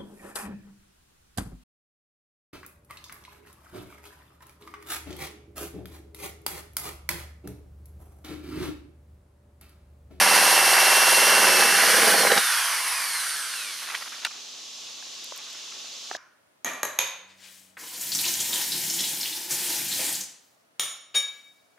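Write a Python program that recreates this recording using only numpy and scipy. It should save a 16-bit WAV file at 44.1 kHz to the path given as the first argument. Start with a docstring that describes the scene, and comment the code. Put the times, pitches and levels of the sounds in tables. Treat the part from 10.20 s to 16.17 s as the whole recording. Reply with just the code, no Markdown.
"""Hole saw in a plastic deck

Outdoors, a mains drill close to two microphones turns a hole saw in a hollow plastic deck, insects far behind.
Noise coloured by the housing and tones locked to the motor make the drill; a bite pattern that nearly repeats
each turn makes the saw. It breaks through, the trigger is let go, the saw is lifted out and the motor coasts
to a stop. Short damped partials make the snags on the rim and the clicks and bumps as the tool is put down."""
import sys
import numpy as np
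from scipy import signal
from scipy.fft import rfft, irfft, next_fast_len
from scipy.io import wavfile
from scipy.ndimage import uniform_filter1d

SR = 44100
rng = np.random.default_rng(int(sys.argv[2]) if len(sys.argv) > 2 else 0)


def generate_wav(signal):
    """Clip the signal to [-1, 1] and save it as 16-bit WAV at the path in sys.argv[1]."""
    frames = np.transpose(np.atleast_2d(signal))
    scaled = np.clip(frames, -1, 1) * 32767
    pcm = np.round(scaled).astype(np.int16)
    wavfile.write(sys.argv[1], SR, pcm)


N = 263260
T = np.arange(N) / SR
M = next_fast_len(N + SR)   # padded FFT length
CUTOFF_HZ = 15676
BREAKTHROUGH_S, TRIGGER_OFF_S = 1.37, 1.75
FULL_SPEED = 420   # motor turns per s
GEAR_DOWN = 21   # motor turns per saw turn


def from_db(db):
    """Decibels to amplitude."""
    return 10 ** (np.asarray(db) / 20)


def rms_one(x):
    """Scale to an rms of 1."""
    return x / np.sqrt(np.mean(x ** 2) + 1e-20)


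def in_time(rows):
    """Columns after the first as curves in time."""
    s, *columns = np.transpose(rows)
    return [np.interp(T, s, c) for c in columns]


def sounding(rows, fade_s=0.028):
    """One until the last row, then a short fade."""
    return np.clip(1 - (T - rows[-1][0]) / fade_s, 0, 1)


def at_hz(points):
    """A table read on the FFT grid, along log frequency."""
    hz, value = np.transpose(points)
    grid_hz = np.fft.rfftfreq(M, 1 / SR)
    return np.interp(np.log(grid_hz + 1), np.log(hz), value)


def colour(x, spectrum):
    """Filter to a spectrum; rms 1."""
    return rms_one(irfft(rfft(x, M) * from_db(at_hz(spectrum)), M)[:N])


def noise(spectrum):
    """Steady noise of a given colour; rms 1."""
    return colour(rng.standard_normal(N), spectrum)


def drift(rate_hz):
    """Slow chance made at every 40th sample by a double pole, spread 1."""
    r = np.exp(-80 * np.pi * rate_hz / SR)
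    chance = rng.standard_normal(N // 40 + 1002)
    slow = signal.lfilter([1], [1, -2 * r, r * r], chance)[1000:]   # drop the filter's start
    return np.interp(np.arange(N) / 40, np.arange(len(slow)), rms_one(slow))


def octaves(speed):
    """Speed in octaves from full speed."""
    return np.log2(np.maximum(speed, 1) / FULL_SPEED)


# colour of the far insect chorus: (frequency [Hz], relative level [dB per Hz])
INSECT_COLOUR = [(1120, -38), (1900, -32), (2190, -18), (2770, -4.5), (3360, -3), (3450, -0.5), (4260, -3),
                 (5700, -2), (6680, -3.5), (8540, -18), (9740, -20), (15500, -29.5)]
# colour of the distant rumble: (frequency [Hz], relative level [dB per Hz])
AIR_COLOUR = [(12, -68), (20, -43), (208, -11), (235, -13.5), (300, -9.5), (361, -5.5), (736, -5.5),
              (1080, -5.5), (1350, -7.5), (1650, -10), (2600, -5.5), (3380, -26), (5720, -120)]
# faint steady tones: (frequency [Hz], level [dB])
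HUM_TONES = [(141, -78), (242, -69), (1066, -68.5), (1125, -63)]
INSECTS_DB, AIR_DB = -40, -53.5   # levels they drift around


def outdoors():
    """A far insect chorus and distant rumble as coloured noise, and faint tones of drifting level."""
    insects = noise(INSECT_COLOUR) * from_db(INSECTS_DB + drift(2.0) / 2)
    air = noise(AIR_COLOUR) * from_db(AIR_DB + drift(18.0))
    hum = sum(from_db(db + 0.88 * drift(4.3)) * np.sin(2 * np.pi * hz * T) for hz, db in HUM_TONES)
    return insects + air + hum


# motor speed while powered and just after the trigger is let go: (time [s], speed [turns per s])
SPEED_CURVE = [(0, 416), (.6, 416), (.85, 420), (1.15, 421), (1.25, 419), (1.33, 409), (1.44, 406),
               (1.47, 413), (1.57, 419), (1.65, 432), (1.74, 442), (1.81, 421), (1.89, 392), (1.96, 368)]
# the coast: friction (turns per s^2), fan drag (per turn), standstill (s)
FRICTION, FAN_DRAG, STANDSTILL_S = 135.95, 7.69e-4, 4.184


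def motor_speed():
    """Follows its curve through power-off, then slowed by steady friction and a drag that grows with speed
    squared."""
    left_s = np.clip(STANDSTILL_S - T, 0, 3)
    coast = np.sqrt(FRICTION / FAN_DRAG) * np.tan(np.sqrt(FRICTION * FAN_DRAG) * left_s)
    return np.where(T < SPEED_CURVE[-1][0], in_time(SPEED_CURVE)[0], coast)


# two hollows of the housing: (centre [Hz], width [Hz])
HOUSING_HOLLOWS = [(980, 230), (1480, 200)]
# they come and go as the lifted tool turns: (time [s], lower hollow [dB], upper hollow [dB])
HOLLOW_LEVELS = [(0.1, 0, -0.5), (1.9, -0.5, 1), (2.25, -1.5, 5), (2.4, 1.5, 4), (2.7, 4.5, -4.5),
                 (3.02, 2.5, 3), (3.08, -2.5, 5), (3.35, -1, 3.5), (3.55, -7, 1)]


def turned(x):
    """Each hollow is lifted or dimmed along its curve."""
    hz, spectrum = np.fft.rfftfreq(M, 1 / SR), rfft(x, M)
    out = x
    for (mid_hz, width_hz), db in zip(HOUSING_HOLLOWS, in_time(HOLLOW_LEVELS)):
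        band = irfft(spectrum * np.exp(-((hz - mid_hz) / width_hz) ** 2), M)[:N]
        out = out + (from_db(db) - 1) * band
    return out


# colour of the housing rumble: (frequency [Hz], relative level [dB per Hz])
HOUSING_COLOUR = [(240, -48), (400, -20), (629, -13), (990, -0.5), (1340, 1.5), (1650, 3), (2290, 0.5),
                  (2510, -5.5), (3730, -16.5), (4730, -4), (6000, -7), (7800, -18.5), (13200, -120)]
# colour of the fan hiss: (frequency [Hz], relative level [dB per Hz])
HISS_COLOUR = [(1350, -31.5), (2300, -17), (2530, -7), (2740, -6.5), (2880, -1.5), (3830, -8.5), (4250, -3),
               (5150, -9), (5580, -4), (7100, -11), (7560, -13.5), (8520, -4), (10300, -3), (11900, -7),
               (15500, -21.5)]
RUMBLE_DB, RUMBLE_DB_PER_OCTAVE = -22, 10   # at full speed, and its fall with speed
HISS_DB, HISS_DB_PER_OCTAVE = -20.5, 7.5
STRAIN_S, STRAIN_LASTS_S, STRAIN_DB = 1.14, 0.15, 1   # at the hardest push rumble swells, hiss sags
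LIFT_S, LIFT_TAKES_S, LIFT_HISS_DB = 1.82, 0.62, -4   # the drill is drawn away, the hiss dims
CRAWL_S, CRAWL_LASTS_S, CRAWL_DB = 3.72, .2, 3   # the hiss swells as the motor crawls
MAINS_HZ = 60


def motor(speed):
    """Housing rumble, and fan hiss that throbs at twice the mains while powered; both sink with speed."""
    strain_db = STRAIN_DB * np.exp(-((T - STRAIN_S) / STRAIN_LASTS_S) ** 2)
    lift_db = LIFT_HISS_DB * np.clip((T - LIFT_S) / LIFT_TAKES_S, 0, 1)
    crawl_db = CRAWL_DB * np.exp(-((T - CRAWL_S) / CRAWL_LASTS_S) ** 2)
    rumble_db = RUMBLE_DB + RUMBLE_DB_PER_OCTAVE * octaves(speed) + strain_db
    hiss_db = HISS_DB + HISS_DB_PER_OCTAVE * octaves(speed) - strain_db + lift_db + crawl_db
    throb = 1 + 0.11 * (T < TRIGGER_OFF_S) * np.sin(2 * np.pi * 2 * MAINS_HZ * T)
    rumble = noise(HOUSING_COLOUR) * from_db(rumble_db + drift(12.6))
    hiss = noise(HISS_COLOUR) * from_db(hiss_db + 0.77 * drift(11.0)) * throb
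    return turned(rumble) + hiss


# gear whine under load: (time [s], level [dB])
WHINE_LEVEL = [(0, -26.5), (.5, -24.5), (.9, -22.5), (1.2, -23.5), (1.45, -24), (1.6, -27), (1.75, -34),
               (1.82, -42), (1.88, -32), (1.95, -32), (2.0, -45)]
# meshing lines: (order of the motor turn)
MESH_LINES = 5, 6.5, 7, 7.5, 12.5, 13, 13.5, 17
# each meshing line against the whine level: (level [dB])
MESH_LEVELS = [-11, -0.5, -15, -14, -21, -21, -6.5, -25]


def gears(turns):
    """Meshing lines locked to the motor turn, each wavering on its own."""
    lines = np.zeros(N)
    for order, db in zip(MESH_LINES, MESH_LEVELS):
        lines += from_db(db + drift(14)) * np.sin(2 * np.pi * (order * turns + rng.random()))
    return lines * from_db(in_time(WHINE_LEVEL)[0]) * sounding(WHINE_LEVEL)


# saw in the deck: (time [s], level [dB])
SAW_LEVEL = [(0, -25.5), (.9, -28), (1.15, -25), (1.27, -22.5), (1.5, -30), (1.65, -26), (1.85, -23.5),
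             (2.0, -25), (2.18, -26.5), (2.22, -48), (2.3, -58)]
# colour of the deck round the groove: (frequency [Hz], relative level [dB per Hz])
DECK_COLOUR = [(53, -64), (90, -33), (120, -24), (160, -26), (200, -14), (237, -20), (396, -9), (501, -9),
               (547, -6), (580, -6), (633, -9.5), (825, -5.5), (1030, -8), (1250, -10.5), (1640, -6),
               (2480, -16), (2670, -7), (3000, -15), (3900, -30), (6600, -120)]
# colour of the rim of the open hole: (frequency [Hz], relative level [dB per Hz])
RIM_COLOUR = [(53, -61), (90, -26), (140, -26), (185, -3), (327, -7), (479, 6), (615, -1), (672, 4.5),
              (734, -9), (813, 10), (901, -27), (1040, -30), (1190, -17), (1640, 5.5), (3000, -20),
              (3900, -35), (6600, -120)]
# teeth that bite harder, or softer if below 0 dB: (place in the turn [0-1], width [turns], level [dB])
PROUD_TEETH = [(.26, .04, 4), (.52, .03, 5), (.74, .04, 3), (.12, .07, -8)]
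KEPT_CUTTING, KEPT_OPEN = 0.904, 0.56   # groove kept from turn to turn, before and after breakthrough


def saw(turns):
    """Each turn the teeth meet nearly the groove of the turn before: the bites repeat and slowly change."""
    open_hole = np.clip((T - BREAKTHROUGH_S) / 0.18, 0, 1)
    kept = KEPT_CUTTING + (KEPT_OPEN - KEPT_CUTTING) * open_hole
    saw_turns, places = turns / GEAR_DOWN, 1024
    place = np.arange(places) / places
    tooth_db = sum(db * np.exp(-((place - at) / width) ** 2 / 2) for at, width, db in PROUD_TEETH)
    grain = from_db(np.minimum(rng.exponential(1, places), 4))
    groove = rng.standard_normal((int(saw_turns[-1]) + 2, places))
    for k in range(1, len(groove)):
        share = np.clip(np.interp(k, saw_turns, kept), 0, .99)
        groove[k] = share * groove[k - 1] + np.sqrt(1 - share ** 2) * groove[k]
    pattern = (groove * from_db(tooth_db) * grain).ravel()
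    bites = np.interp(saw_turns * places, np.arange(groove.size), pattern)
    end_s = SAW_LEVEL[-1][0]
    bites *= T < end_s
    body = np.sqrt(1 - open_hole) * colour(bites, DECK_COLOUR) + np.sqrt(open_hole) * colour(bites, RIM_COLOUR)
    body *= np.sqrt(end_s * SR / N)   # rms 1 over the sawing rather than the whole scene
    return body * from_db(in_time(SAW_LEVEL)[0]) * sounding(SAW_LEVEL)


# steady notes of the turning saw: (start [s], end [s], order of the saw turn, level [dB])
STEADY_NOTES = [(0, 1.2, 20, -46), (0, 1.0, 26, -43), (0, 1.2, 30, -35), (0, 1.2, 7, -58),
                (0, 1.15, 41, -44), (0, .2, 49, -33), (0, .82, 48, -32), (.2, .6, 56, -39),
                (1.27, 1.44, 19, -33), (1.26, 1.44, 28, -34), (1.3, 1.44, 31, -36), (1.55, 1.8, 9, -47)]


def saw_notes(turns):
    """Some orders of the saw turn stand out while the deck resonates with them."""
    out = np.zeros(N)
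    from_proudest = turns / GEAR_DOWN - PROUD_TEETH[1][0]   # crests meet at the proudest tooth
    for start, end, order, db in STEADY_NOTES:
        gate = np.clip(np.minimum(T - start + 0.025, end - T) / 0.029, 0, 1)
        out += gate * from_db(db + 2.0 * drift(11.0)) * np.cos(2 * np.pi * order * from_proudest)
    return out


# hard bites in each turn: (place in the turn [0-1], width [turns], order of the saw turn, level [dB])
BITE_PLACES = [(.255, .032, 42, -17.5), (.51, .022, 36, -16.5), (.57, .035, 49, -26), (.75, .03, 58, -24),
               (.22, .025, 67, -27), (.36, .04, 22, -31)]


def hard_bites(turns):
    """Short knocks at fixed places in the saw turn, fading out at breakthrough."""
    out = np.zeros(N)
    for place, width, order, db in BITE_PLACES:
        apart = (turns / GEAR_DOWN - place + .5) % 1 - .5   # turns from the bite
        window = np.exp(-(apart / width) ** 2 / 2)
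        out += from_db(db + drift(3.0)) * window * np.cos(2 * np.pi * order * apart)
    return out * np.clip((BREAKTHROUGH_S - T) / 0.18, 0, 1)


def band_pass(x, low_hz, high_hz):
    """Keep a band."""
    return signal.sosfilt(signal.butter(2, [low_hz, high_hz], "band", fs=SR, output="sos"), x)


def blows(rows, t60, crack_db, under_db, over_db, noise_db):
    """Each blow: a few damped partials round its pitch, a rattle of noise near it and a bright crack."""
    out, t = np.zeros(N + SR), np.arange(SR // 16) / SR
    chance = rng.standard_normal((len(rows), len(t)))
    bright = band_pass(chance, 3000, 11500)
    ratios = [(.62, from_db(under_db)), (1, 0.92), (1.45, 0.25), (2.15, from_db(over_db))]
    rise = 1 - np.exp(-(t / .0008) ** 2)
    for (s, db, hz), z, crack in zip(rows, chance, bright):
        partials = sum(gain * np.sin(2 * np.pi * hz * ratio * t)
                       for ratio, gain in ratios if hz * ratio < CUTOFF_HZ)
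        near = rms_one(band_pass(z, hz * .7, min(hz * 2, CUTOFF_HZ)))
        hit = (partials + from_db(noise_db) * near) * from_db(-60 * t / max(t60, .003))
        hit += from_db(crack_db - 60 * t / .012) * crack
        out[round(s * SR):][:len(t)] += from_db(db) * rise * hit
    return signal.sosfilt(signal.butter(3, 310, "high", fs=SR, output="sos"), out[:N])


# saw snags on the rim: (time [s], strength [dB], pitch [Hz])
RIM_SNAGS = [(1.422, -14, 814), (1.637, -23, 480), (1.686, -24, 810), (1.768, -21, 474), (1.785, -20, 500),
             (1.83, -21, 500), (1.874, -18, 395), (1.942, -17, 450), (1.997, -22, 422), (2.032, -17, 806),
             (2.049, -19.5, 560), (2.069, -15, 980), (2.116, -19, 1790), (2.117, -23, 3300),
             (2.119, -16.5, 475), (2.172, -19, 818), (2.176, -19, 1990), (2.177, -21, 3300)]
# their ring: (60 dB decay [s], crack [dB], lower partial [dB], upper partial [dB], noise [dB])
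RIM_SNAG_RING = (0.04, -14, -8, -9, 1)


def snags():
    """The saw catches the rim and the plastic rings briefly."""
    return blows(RIM_SNAGS, *RIM_SNAG_RING)


# armature tones, slots and coil pairs lead: (order of the motor turn, level before the casing [dB])
ARMATURE_TONES = [(9, -45), (10, -49), (11, -55), (12, -42), (13, -52), (14, -56), (15, -61), (16, -58),
                  (17, -55), (18, -55), (19, -55), (20, -55), (21, -57), (22, -59), (23, -53), (24, -44),
                  (25, -54), (26, -57), (27, -55), (28, -61), (29, -55), (30, -52), (31, -54), (32, -57),
                  (33, -57), (34, -58), (35, -54), (36, -50), (37, -48), (38, -53), (40, -55), (41, -57),
                  (42, -52), (43, -55), (44, -53), (45, -58), (46, -55), (47, -51), (48, -47), (49, -57),
                  (50, -55), (51, -55), (52, -60), (53, -56), (54, -52), (55, -52), (56, -56), (57, -55),
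                  (58, -57), (59, -52), (60, -47), (61, -54), (62, -53), (63, -54), (64, -54), (65, -56),
                  (66, -51), (67, -52), (68, -58), (69, -58), (70, -58), (71, -56), (72, -50), (73, -55),
                  (74, -54), (75, -57), (76, -57), (77, -59), (78, -52), (79, -56), (80, -62), (81, -60),
                  (82, -57), (83, -55), (84, -52), (85, -57), (87, -57), (88, -58), (89, -60), (90, -57),
                  (91, -55), (93, -59), (94, -57), (95, -62), (96, -55), (98, -59), (101, -60), (102, -56),
                  (104, -60), (105, -62), (106, -60), (108, -55), (109, -58), (110, -59)]
# how the casing lets a tone out: (frequency [Hz], gain [dB])
CASING_GAIN = [(800, -16), (1200, -4), (1500, 2), (1900, -1), (2300, 4), (2800, 1), (3300, 2), (3800, 2),
               (4400, 5), (5000, 1), (5700, 0), (6400, -1), (7200, -3), (8200, 4), (9200, 7), (10300, 4),
               (11500, 2), (13000, -4), (15200, -9)]
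# some tones swell or dip for a moment: (order, time [s], half length [s], change [dB])
TONE_SWELLS = [(12, 2.1, .3, 5), (24, 3.15, .1, -5), (24, 2.6, .06, -5), (48, 2.82, .03, -4),
               (60, 3.18, .03, -4), (66, 3.2, .06, 5), (12, 3.4, .15, -2), (14, 3.42, .06, 9),
               (10, 2.95, .2, 4), (23, 2.55, .2, 8), (36, 3.45, .15, 7), (9, 3.3, .4, -6),
               (18, 2.3, .25, 7), (24, 3.42, .14, 4), (24, 2.9, .12, 2), (30, 2.3, .06, 7),
               (30, 3.1, .09, 9), (36, 2.25, .2, 8), (37, 3.0, .1, 7), (37, 3.35, .1, 4),
               (37, 2.5, .15, -5), (48, 2.72, .05, 6), (48, 2.92, .08, 4), (54, 2.98, .07, 11),
               (55, 2.98, .06, 5), (60, 3.1, .06, 7), (60, 3.25, .06, 6)]
# gain of the armature tones while coasting: (time [s], gain [dB])
COASTING_GAIN = [(1.85, 5), (2.1, 2), (2.4, 3), (2.7, 2), (2.9, 1), (3.1, 0), (3.3, -3), (3.5, -3),
                 (3.7, -12)]
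FAN_BLADES, BLADE_DB, BLADE_DB_PER_OCTAVE = 39, -36, 9   # blade tone at full speed, and its fall
WHISTLE_RISE_S = .12   # from power off


def whistles(turns, speed):
    """Orders glide down with the motor and swell across the casing resonances; the fan blades sing too."""
    out = np.zeros(N)
    on = slice(round(TRIGGER_OFF_S * SR), round(COASTING_GAIN[-1][0] * SR) + 2000)
    hz, casing_db = np.transpose(CASING_GAIN)
    for order, db in ARMATURE_TONES:
        pitch_hz = order * speed[on]
        level_db = db + np.interp(np.log(pitch_hz + 1), np.log(hz), casing_db) + 2.5 * drift(25)[on]
        for swelling, s, half_s, swell_db in TONE_SWELLS:
            if swelling == order:
                level_db += swell_db * np.exp(-((T[on] - s) / half_s) ** 2)
        tone = np.sin(2 * np.pi * (order * turns[on] + rng.random()))
        out[on] += from_db(level_db) * (pitch_hz < CUTOFF_HZ) * tone
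    out *= from_db(in_time(COASTING_GAIN)[0])
    blade_db = BLADE_DB + BLADE_DB_PER_OCTAVE * octaves(speed) + 2 * drift(5.5)
    out += from_db(blade_db) * np.sin(2 * np.pi * FAN_BLADES * turns)
    return out * np.clip((T - TRIGGER_OFF_S) / WHISTLE_RISE_S, 0, 1) * sounding(COASTING_GAIN)


# tool parts click and knock: (time [s], strength [dB], pitch [Hz])
TOOL_KNOCKS = [(3.337, -24, 1680), (3.618, -34, 1540), (3.668, -33, 1900), (3.688, -31, 1700),
               (3.697, -31, 2600), (3.706, -33, 2700), (3.719, -29, 1300), (3.724, -33, 4600),
               (3.745, -22, 1500), (3.748, -19, 2000), (3.7505, -21, 3100), (3.752, -23, 1600),
               (3.76, -24, 2370), (3.819, -31, 1500), (3.8225, -22.5, 1350), (3.8245, -31, 4600),
               (3.826, -29, 1900), (3.876, -29, 1590), (4.018, -38, 1400), (4.034, -33, 1000),
               (4.047, -26, 2900), (4.0485, -9, 2800), (4.0495, -22, 4700), (4.051, -17, 1500),
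               (4.053, -20, 2300), (4.061, -25, 2800), (4.062, -28, 1200), (4.066, -25, 2500),
               (4.069, -27, 1400), (4.175, -37, 1300)]
# their ring: (60 dB decay [s], crack [dB], lower partial [dB], upper partial [dB], noise [dB])
TOOL_KNOCK_RING = (0.017, -16, -8, -17.5, -4)


def knocks():
    """Parts of the tool strike each other and ring very shortly."""
    return blows(TOOL_KNOCKS, *TOOL_KNOCK_RING)


# loose parts rattle as the tool is handled: (time [s], middle strength [dB])
HANDLING = [(3.57, -54), (3.62, -40), (3.72, -37), (3.77, -43), (3.82, -47), (3.9, -46), (3.99, -51),
            (4.04, -46), (4.1, -49), (4.15, -56), (4.2, -66), (5.05, -68), (5.15, -54), (5.35, -56),
            (5.58, -58), (5.65, -68), (5.97, -62)]
# their ring: (60 dB decay [s], crack [dB], lower partial [dB], upper partial [dB], noise [dB])
LOOSE_RING = (0.05, -8, -22, -14, 1)
RATTLE_COUNT, RATTLE_SPREAD_DB = 760, 3   # spread to either side
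RATTLE_LOW_HZ, RATTLE_HIGH_HZ = 1000, 2600


def rattle():
    """Small knocks at random times and pitches, as strong as the handling."""
    when, pitch, size = rng.random((RATTLE_COUNT, 3)).T
    times, level_db = np.transpose(HANDLING)
    s = times[0] + when * (T[-1] - times[0])
    db = np.interp(s, times, level_db) + RATTLE_SPREAD_DB * (2 * size - 1)
    hz = RATTLE_LOW_HZ * (RATTLE_HIGH_HZ / RATTLE_LOW_HZ) ** pitch
    return blows(np.transpose([s, db, hz]), *LOOSE_RING)


# faint high ticks: (time [s], strength [dB], pitch [Hz])
HIGH_TICKS = [(4.0655, -28, 8000), (5.0424, -28, 9720), (5.1612, -32, 13700), (5.1761, -27, 9500),
              (5.3028, -39, 8340), (5.3294, -35, 8110)]
# their ring: (60 dB decay [s], crack [dB], lower partial [dB], upper partial [dB], noise [dB])
HIGH_TICK_RING = .0075, -4, -20, -20, -2


def ticks():
    """Faint high ticks, gone within milliseconds."""
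    return blows(HIGH_TICKS, *HIGH_TICK_RING)


# dull bumps on the hull: (time [s], strength [dB], pitch [Hz])
HULL_BUMPS = [(4.583, -38, 900), (4.825, -31, 1650), (4.826, -35, 950), (5.032, -39, 2060),
              (5.121, -25, 600), (5.1215, -23, 1050), (5.346, -35, 1400), (5.476, -37, 1000),
              (5.522, -29, 1300), (5.523, -31, 2200), (5.644, -34, 700), (5.645, -37, 1600),
              (5.658, -37, 1500), (5.829, -40, 600), (5.9125, -11.5, 780), (5.913, -28, 1750),
              (5.918, -28, 800), (5.929, -32, 1300), (5.938, -35, 800), (5.9494, -14, 680),
              (5.9496, -17, 1650), (5.955, -29, 800), (5.963, -35, 650)]
# their ring: (60 dB decay [s], crack [dB], lower partial [dB], upper partial [dB], noise [dB])
HULL_BUMP_RING = .012, -40, -14, -24, -12


def bumps():
    """The tool bumps on the hull: low, quickly damped and almost without crack."""
    return blows(HULL_BUMPS, *HULL_BUMP_RING)


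def pair(x, likeness, tilt_db, spread_s):
    """Two microphones: a shared part, and an opposed part smeared by reflections of even colour."""
    t = np.arange(SR // 2) / SR
    smear = rfft(rng.standard_normal(len(t)) * np.exp(-t / spread_s), M)
    smear = smear / np.sqrt(uniform_filter1d(np.abs(smear) ** 2, size=M // 200))
    alike = np.clip(at_hz(likeness), 0, 1)
    left_right = np.array([[1], [-1]])
    shared = np.sqrt((1 + alike) / 2)
    opposed = smear * np.sqrt((1 - alike) / 2) * left_right
    tilt = from_db(at_hz(tilt_db) / 2 * left_right)
    return irfft(rfft(x, M) * (shared + opposed) * tilt, M)[:, :N]


# likeness of the two microphones for the close drill: (frequency [Hz], likeness [0-1])
NEAR_LIKENESS = [(60, 0.97), (150, 0.92), (380, 0.92), (950, 0.89), (2380, 1), (4400, 0.86), (8500, 0.88),
                 (15000, 0.66)]
# and for the surroundings: (frequency [Hz], likeness [0-1])
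FAR_LIKENESS = [(60, 0.45), (180, 0.4), (550, 0.091), (1650, 0.63), (4970, 0.67), (15000, 0.047)]
# balance of the drill: (frequency [Hz], left minus right [dB])
NEAR_BALANCE = [(60, 0.0), (110, -0.5), (200, -4.0), (380, -4.0), (700, -4.0), (1290, -2.0), (2380, -0.5),
                (4400, -1.5), (8120, -1.0), (15000, -0.5)]
# balance of the surroundings: (frequency [Hz], left minus right [dB])
FAR_BALANCE = [(60, -1.0), (110, -3.0), (200, -3.5), (380, -2.5), (700, -1.5), (1290, -1.5), (2380, -0.5),
               (4400, -1.0), (8120, -1.5), (15000, -0.5)]


def scene():
    """The drill close by, the surroundings behind."""
    speed = motor_speed()
    turns = np.cumsum(speed) / SR
    drill = motor(speed) + gears(turns) + saw(turns) + saw_notes(turns) + hard_bites(turns)
    drill += whistles(turns, speed)
    hits = snags() + knocks() + rattle() + ticks() + bumps()
    return (pair(outdoors(), FAR_LIKENESS, FAR_BALANCE, spread_s=0.052)
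            + pair(drill, NEAR_LIKENESS, NEAR_BALANCE, spread_s=0.05)
            + pair(hits, NEAR_LIKENESS, NEAR_BALANCE, spread_s=0.006))


def record(dry):
    """The top is cut steeply."""
    return signal.sosfilt(signal.cheby2(14, 60, CUTOFF_HZ * 1.01, fs=SR, output="sos"), dry)


dry = scene()
out = record(dry)
generate_wav(out)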